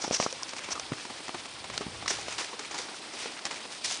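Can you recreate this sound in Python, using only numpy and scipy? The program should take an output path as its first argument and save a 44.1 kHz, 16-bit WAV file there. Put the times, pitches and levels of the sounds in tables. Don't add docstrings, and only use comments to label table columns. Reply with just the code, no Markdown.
import sys
import numpy as np
from scipy import signal
from scipy.fft import rfft, irfft
from scipy.io import wavfile
from scipy.ndimage import uniform_filter1d

SR = 44100
rng = np.random.default_rng(int(sys.argv[2]) if len(sys.argv) > 2 else 0)


def materialize(psi):
    bounded = np.clip(np.atleast_2d(psi).T, -1, 1)
    quanta = np.round(bounded * 32767).astype(np.int16)
    wavfile.write(sys.argv[1], SR, quanta)


N = 176400

# frequency in Hz, relative level in dB.
LEAF_SPECTRUM = [(18, -48), (30, -25), (302, 4.5), (541, 1.5), (818, 3.5), (1620, -1), (2330, 0.5),
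                 (5060, 0.5), (6780, -8), (9300, -6), (10000, -10.5), (13000, -45), (22000, -120)]
AIR_SPECTRUM = [(20, -16), (45, -2.5), (100, -2), (160, -7), (400, -37), (2000, -69)]
SHELL_SPECTRUM = [(100, -53), (400, -6.5), (1000, -6.5), (2500, -8.5), (4000, -7.5), (4900, -1),
                  (5800, 4.5), (6500, -3), (8000, -10.5), (10000, -21)]
MUD_SPECTRUM = [(50, -39), (120, -19.5), (240, -0.5), (520, -3.5), (850, -1), (1200, -1.5), (1600, -11),
                (4000, -12.5), (10000, -43)]
CRACK_SPECTRUM = [(200, -19), (800, -1), (1500, -2), (2100, -1), (3300, -6), (5400, -3.5), (7000, -5.5),
                  (10000, -20)]
SPLASH_SPECTRUM = [(80, -32), (220, -24), (480, -7), (800, -2.5), (1500, -1), (2300, 4), (4400, -4.5),
                   (6000, -1), (10000, -14)]
SPRAY_SPECTRUM = [(1000, -21), (3500, -6.5), (4800, -4.5), (5900, -5), (7200, -10.5), (10000, -16)]
LEAF_BANDS_HZ = [60, 200, 450, 900, 1800, 3500, 6500, 11000]
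# time in seconds, level in dB.
AIR_LEVELS = [(0, -69), (.28, -61), (.4, -65), (.6, -67.5), (.9, -53), (1.05, -69), (1.55, -59), (1.9, -52),
              (2.25, -55), (2.5, -70.5), (4, -70.5)]
# start, rise and decay in seconds, level in dB.
HAND_RUBS = [(0, 0.025, 0.048, -32), (.116, 0.029, 0.018, -25), (0.156, 0.013, .0024, -36),
             (.183, 0.033, 0.04, -30), (0.7, 0.011, 0.012, -31), (.712, 0.019, 0.0035, -31.5),
             (2.08, 0.025, .015, -28)]
# time in seconds, level in dB, pitch in Hz.
FINGER_KNOCKS = [(0.0795, -24, 403), (0.1108, -14.5, 474), (0.13, -29, 400), (0.201, -12, 550),
                 (.2640, -15, 520), (0.9206, -21.5, 217), (0.928, -29, 135), (1.8097, -26, 370),
                 (1.8672, -27.5, 174), (1.883, -37.5, 140)]
# start in seconds, click level in dB, pitch in Hz, rattle level in dB.
TACK_CLICKS = [(0.3264, -21, 5860, -32), (.4325, -14.5, 5600, -37), (0.7967, -18.5, 5460, -25),
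               (1.7775, -14, 4500, -21.5), (2.0805, -15, 5600, -24), (2.593, -30, 4100, -27),
               (3.4534, -17, 5100, -44)]
# start in seconds, level in dB, pitch in Hz.
MUD_PLOPS = [(.044, -27.5, 810), (0.326, -33, 512), (.424, -33.5, 1040), (0.761, -31, 1200),
             (0.777, -28.5, 1140), (1.346, -36, 344), (1.811, -34, 407), (2.079, -19.5, 1960),
             (2.1065, -27.5, 1010), (2.109, -32, 388), (2.186, -33, 786), (2.531, -34, 1040),
             (2.536, -36, 474), (2.598, -36.5, 408), (2.710, -37.5, 686), (2.795, -35.5, 483),
             (2.944, -33.5, 1400), (3.256, -34.5, 453), (3.510, -31.5, 750), (3.912, -31.5, 720)]
# start, rise and decay in seconds, water and spray levels in dB.
HOOF_SPLASHES = [(.30, 0.072, 0.22, -51, -67), (.455, 0.04, 0.036, -48, -44.5),
                 (.555, 0.03, 0.0078, -42.5, -44), (.631, 0.011, .017, -36.5, -56),
                 (.975, 0.0062, 0.051, -42, -70), (1.36, 0.018, 0.065, -45.5, -63),
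                 (1.72, 0.021, 0.024, -39, -62), (2.077, 0.0015, 0.024, -36.5, -31),
                 (2.101, .0079, 0.11, -37.5, -37.5), (2.269, 0.057, 0.022, -38.5, -47),
                 (2.379, 0.0027, 0.072, -36, -34.5), (2.61, 0.041, 0.026, -43, -54),
                 (2.766, 0.021, 0.057, -43.5, -36.5), (2.90, 0.072, 0.037, -54, -51.5),
                 (3.15, 0.07, 0.072, -38.5, -41.5), (3.53, 0.029, 0.051, -40.5, -65),
                 (3.70, 0.023, .04, -57, -40.5), (3.837, 0.014, 0.02, -37, -26),
                 (3.871, 0.047, 0.049, -39.5, -31)]
# start in seconds, mud and crack levels in dB, decay in seconds.
HOOF_SLAPS = [(0.039, -28.5, -36, 0.0084), (.224, -27.5, -29, 0.0028), (.532, -32, -34.5, 0.0031),
              (0.563, -51, -33.5, .005), (0.589, -40, -34, 0.0034), (0.643, -48, -43, 0.0037),
              (0.686, -32.5, -39, 0.0051), (0.704, -40, -60, 0.03), (0.752, -40, -39.5, 0.013),
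              (0.794, -44, -50, .004), (0.931, -39, -36, 0.0063), (1.05, -37.5, -38.5, .0038),
              (1.099, -37.5, -55, 0.012), (1.202, -41, -61, 0.0064), (1.28, -34, -34, 0.0033),
              (1.29, -30, -45, 0.0051), (1.343, -31, -38, 0.0076), (1.454, -39, -42, 0.0073),
              (1.64, -36.5, -39, 0.0087), (1.698, -33.5, -38, 0.0052), (1.809, -38, -41, 0.022),
              (2.023, -37.5, -48, 0.0057), (2.058, -30.5, -41, 0.0037), (2.105, -31.5, -34, 0.0026),
              (2.133, -36, -42, 0.0047), (2.187, -45, -46, .008), (2.281, -33, -35, 0.0038),
              (2.384, -37, -35.5, .008), (2.407, -38, -45, 0.015), (2.529, -39, -52, 0.015),
              (2.595, -51, -40, 0.027), (2.709, -40.5, -39.5, 0.031), (2.742, -43.5, -36, 0.026),
              (2.782, -44.5, -42.5, 0.018), (2.883, -40.5, -58, 0.03), (2.944, -54, -45, .008),
              (3.133, -40, -40, 0.01), (3.256, -38.5, -42, 0.015), (3.372, -55, -39, 0.0022),
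              (3.39, -56, -39, .004), (3.451, -39, -27, 0.0058), (3.462, -45, -34, 0.01),
              (3.507, -38.5, -33, 0.018), (3.541, -49, -40, 0.0028), (3.651, -39.5, -43, 0.0054),
              (3.71, -43, -54, 0.011), (3.85, -42.5, -41, 0.0051), (3.909, -39, -36, 0.0044)]

LEAF_DB, LEAF_SWELL_DB, LEAF_FLICKER_DB = -43.5, .5, 2
DRIP_RING_DB, DRIP_TICK_DB = -63.5, -60
SLIPS_PER_S, SLIP_SPREAD_DB = 24000, 1.1
KNOCK_WIDTH_CYCLES, KNOCK_SNAP_DB, KNOCK_SNAP_S = 0.2, -24, .0016
KNOCK_RATTLE_DB, KNOCK_RATTLE_S = -9.5, 0.0029
CLICK_RISE_S, CLICK_DECAY_S, CLICK_RATTLE_S = 0.00048, 0.00025, 0.0025
PLOP_DECAY_CYCLES, PLOP_GLIDE_PER_S = 3.5, 3
BUBBLE_LO_HZ, BUBBLE_HI_HZ, BUBBLE_CYCLES, BUBBLE_DB = 782, 3970, 6.6, -12.5
DROPS_PER_S, DROP_SPREAD_DB = 7000, 2
GOBBETS_PER_S, GOBBET_SPREAD_DB, GOBBET_DECAY_S, GOBBET_DEPTH = 420, 2.2, .0009, 2.2
SLAP_RISE_S = 0.0028
LOW_CUT_HZ, HIGH_CUT_HZ = 67, 10050


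def undb(db):
    return 10 ** (np.asarray(db) / 20)


def unit(x):
    return x / np.sqrt(np.mean(x ** 2) + 1e-18)


def colour(x, spectrum):
    hz, db = np.array(spectrum, float).T
    f = np.maximum(np.arange(N // 2 + 1) * SR / N, 1)
    gain = undb(np.interp(np.log(f), np.log(hz), db))
    return unit(irfft(rfft(x) * gain, N))


def noise():
    return rng.standard_normal(N)


def wander(per_s):
    hold = max(int(SR / per_s), 1)
    steps = np.repeat(noise()[:N // hold + 1], hold)
    return unit(uniform_filter1d(uniform_filter1d(steps, hold), hold)[:N])


def swell(start, rise, decay):
    out, rise = np.zeros(N), max(rise, 1 / SR)
    i = np.arange(max(int(start * SR), 0), min(int((start + rise + 10 * decay) * SR), N))
    age = i / SR - start
    out[i] = np.clip(age / rise, 0, 1) * np.exp(-np.maximum(age - rise, 0) / decay)
    return out


def impacts(per_s, spread_db):
    size = undb(spread_db * np.minimum(rng.exponential(size=N), 5))
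    return (rng.random(N) < per_s / SR) * size * np.sign(noise())


def bubbles(count, spread_db=3, glide=0.18):
    out = np.zeros(2 * N)
    for when, pitch, chance in rng.random((count, 3)):
        hz = BUBBLE_LO_HZ * (BUBBLE_HI_HZ / BUBBLE_LO_HZ) ** pitch
        life = np.linspace(0, 1, int(BUBBLE_CYCLES * SR / hz) + 2)
        cycles = BUBBLE_CYCLES * life * (1 + glide * life / 2)
        ring = np.sin(2 * np.pi * cycles) * undb(-40 * life)
        db = -spread_db * np.log(max(chance, np.exp(-4)))
        i = int(when * N)
        out[i:i + len(life)] += undb(db) * ring
    return unit(out[:N])


def woodland():
    spectrum = rfft(colour(noise(), LEAF_SPECTRUM))
    f = np.arange(len(spectrum)) * SR / N
    hiss = np.zeros(N)
    for weights in np.eye(len(LEAF_BANDS_HZ)):
        band = irfft(spectrum * np.interp(f, LEAF_BANDS_HZ, weights), N)
        hiss += band * undb(LEAF_FLICKER_DB * wander(per_s=110))
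    hiss *= undb(LEAF_DB + LEAF_SWELL_DB * wander(per_s=4.85))
    drip_rings = undb(DRIP_RING_DB) * bubbles(count=400)
    drip_ticks = undb(DRIP_TICK_DB) * colour(impacts(per_s=300, spread_db=1.1), CRACK_SPECTRUM)
    return hiss + drip_rings + drip_ticks


def air():
    level_db = np.interp(np.arange(N) / SR, *np.array(AIR_LEVELS).T)
    return colour(noise(), AIR_SPECTRUM) * undb(level_db + 2.7 * wander(per_s=24.15))


def hand_rubs():
    slips = colour(impacts(SLIPS_PER_S, SLIP_SPREAD_DB), SHELL_SPECTRUM)
    slips *= undb(2.7 * wander(per_s=150))
    return slips * sum(undb(db) * swell(at, rise, decay) for at, rise, decay, db in HAND_RUBS)


def finger_knocks():
    t = np.arange(N) / SR
    rattle = undb(KNOCK_RATTLE_DB) * colour(noise(), MUD_SPECTRUM)
    snap = undb(KNOCK_SNAP_DB) * colour(noise(), CRACK_SPECTRUM)
    out = np.zeros(N)
    for at, db, hz in FINGER_KNOCKS:
        cycles = np.clip(hz * (t - at), -2, 2)
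        swing = -np.sin(2 * np.pi * cycles) * np.exp(-(cycles / KNOCK_WIDTH_CYCLES) ** 2 / 2)
        tail = rattle * swell(at, 0, KNOCK_RATTLE_S) + snap * swell(at, 0, KNOCK_SNAP_S)
        out += undb(db) * (swing / swing.max() + tail)
    return out


def tack():
    t = np.arange(N) / SR
    rattle = colour(noise(), CRACK_SPECTRUM)
    out = np.zeros(N)
    for at, db, hz, rattle_db in TACK_CLICKS:
        out += undb(db) * np.sin(2 * np.pi * hz * (t - at)) * swell(at, CLICK_RISE_S, CLICK_DECAY_S)
        out += undb(rattle_db) * rattle * swell(at, CLICK_RISE_S, CLICK_RATTLE_S)
    return out


def mud_plops():
    out = np.zeros(N)
    for at, db, hz in MUD_PLOPS:
        envelope = swell(at, 1 / hz, PLOP_DECAY_CYCLES / hz)
        i = np.flatnonzero(envelope)
        age = i / SR - at
        cycles = hz * age * (1 + PLOP_GLIDE_PER_S * age / 2)
        out[i] += undb(db) * np.sin(2 * np.pi * cycles) * envelope[i]
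    return out


def broken_water(spectrum):
    drops = colour(impacts(DROPS_PER_S, DROP_SPREAD_DB), spectrum)
    return drops + undb(BUBBLE_DB) * bubbles(count=1600)


def gobbets():
    landings = np.abs(impacts(GOBBETS_PER_S, GOBBET_SPREAD_DB))
    fall = np.exp(-np.arange(N // 100) / SR / GOBBET_DECAY_S)
    return unit(4 + GOBBET_DEPTH * signal.fftconvolve(landings, fall)[:N])


def hoof_splashes():
    water_level = sum(undb(db) * swell(at, rise, decay) for at, rise, decay, db, _ in HOOF_SPLASHES)
    spray_level = sum(undb(db) * swell(at, rise, decay) for at, rise, decay, _, db in HOOF_SPLASHES)
    spatter = gobbets()
    water = water_level * broken_water(SPLASH_SPECTRUM)
    spray = spray_level * colour(impacts(DROPS_PER_S, DROP_SPREAD_DB), SPRAY_SPECTRUM)
    return spatter * (water + spray)


def hoof_slaps():
    mud_level = sum(undb(db) * swell(at, SLAP_RISE_S, decay) for at, db, _, decay in HOOF_SLAPS)
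    crack_level = sum(undb(db) * swell(at, SLAP_RISE_S, decay) for at, _, db, decay in HOOF_SLAPS)
    return mud_level * colour(noise(), MUD_SPECTRUM) + crack_level * broken_water(CRACK_SPECTRUM)


def scene():
    hooves = hoof_splashes() + hoof_slaps() + mud_plops()
    handling = hand_rubs() + finger_knocks()
    return np.tile(hooves + handling + tack() + woodland() + air(), (2, 1))


def record(dry):
    low_cut = signal.butter(2, LOW_CUT_HZ, "high", fs=SR, output="sos")
    high_cut = signal.ellip(12, .1, 70, HIGH_CUT_HZ, fs=SR, output="sos")
    return signal.sosfilt(high_cut, signal.sosfilt(low_cut, dry))


dry = scene()
out = record(dry)
materialize(out)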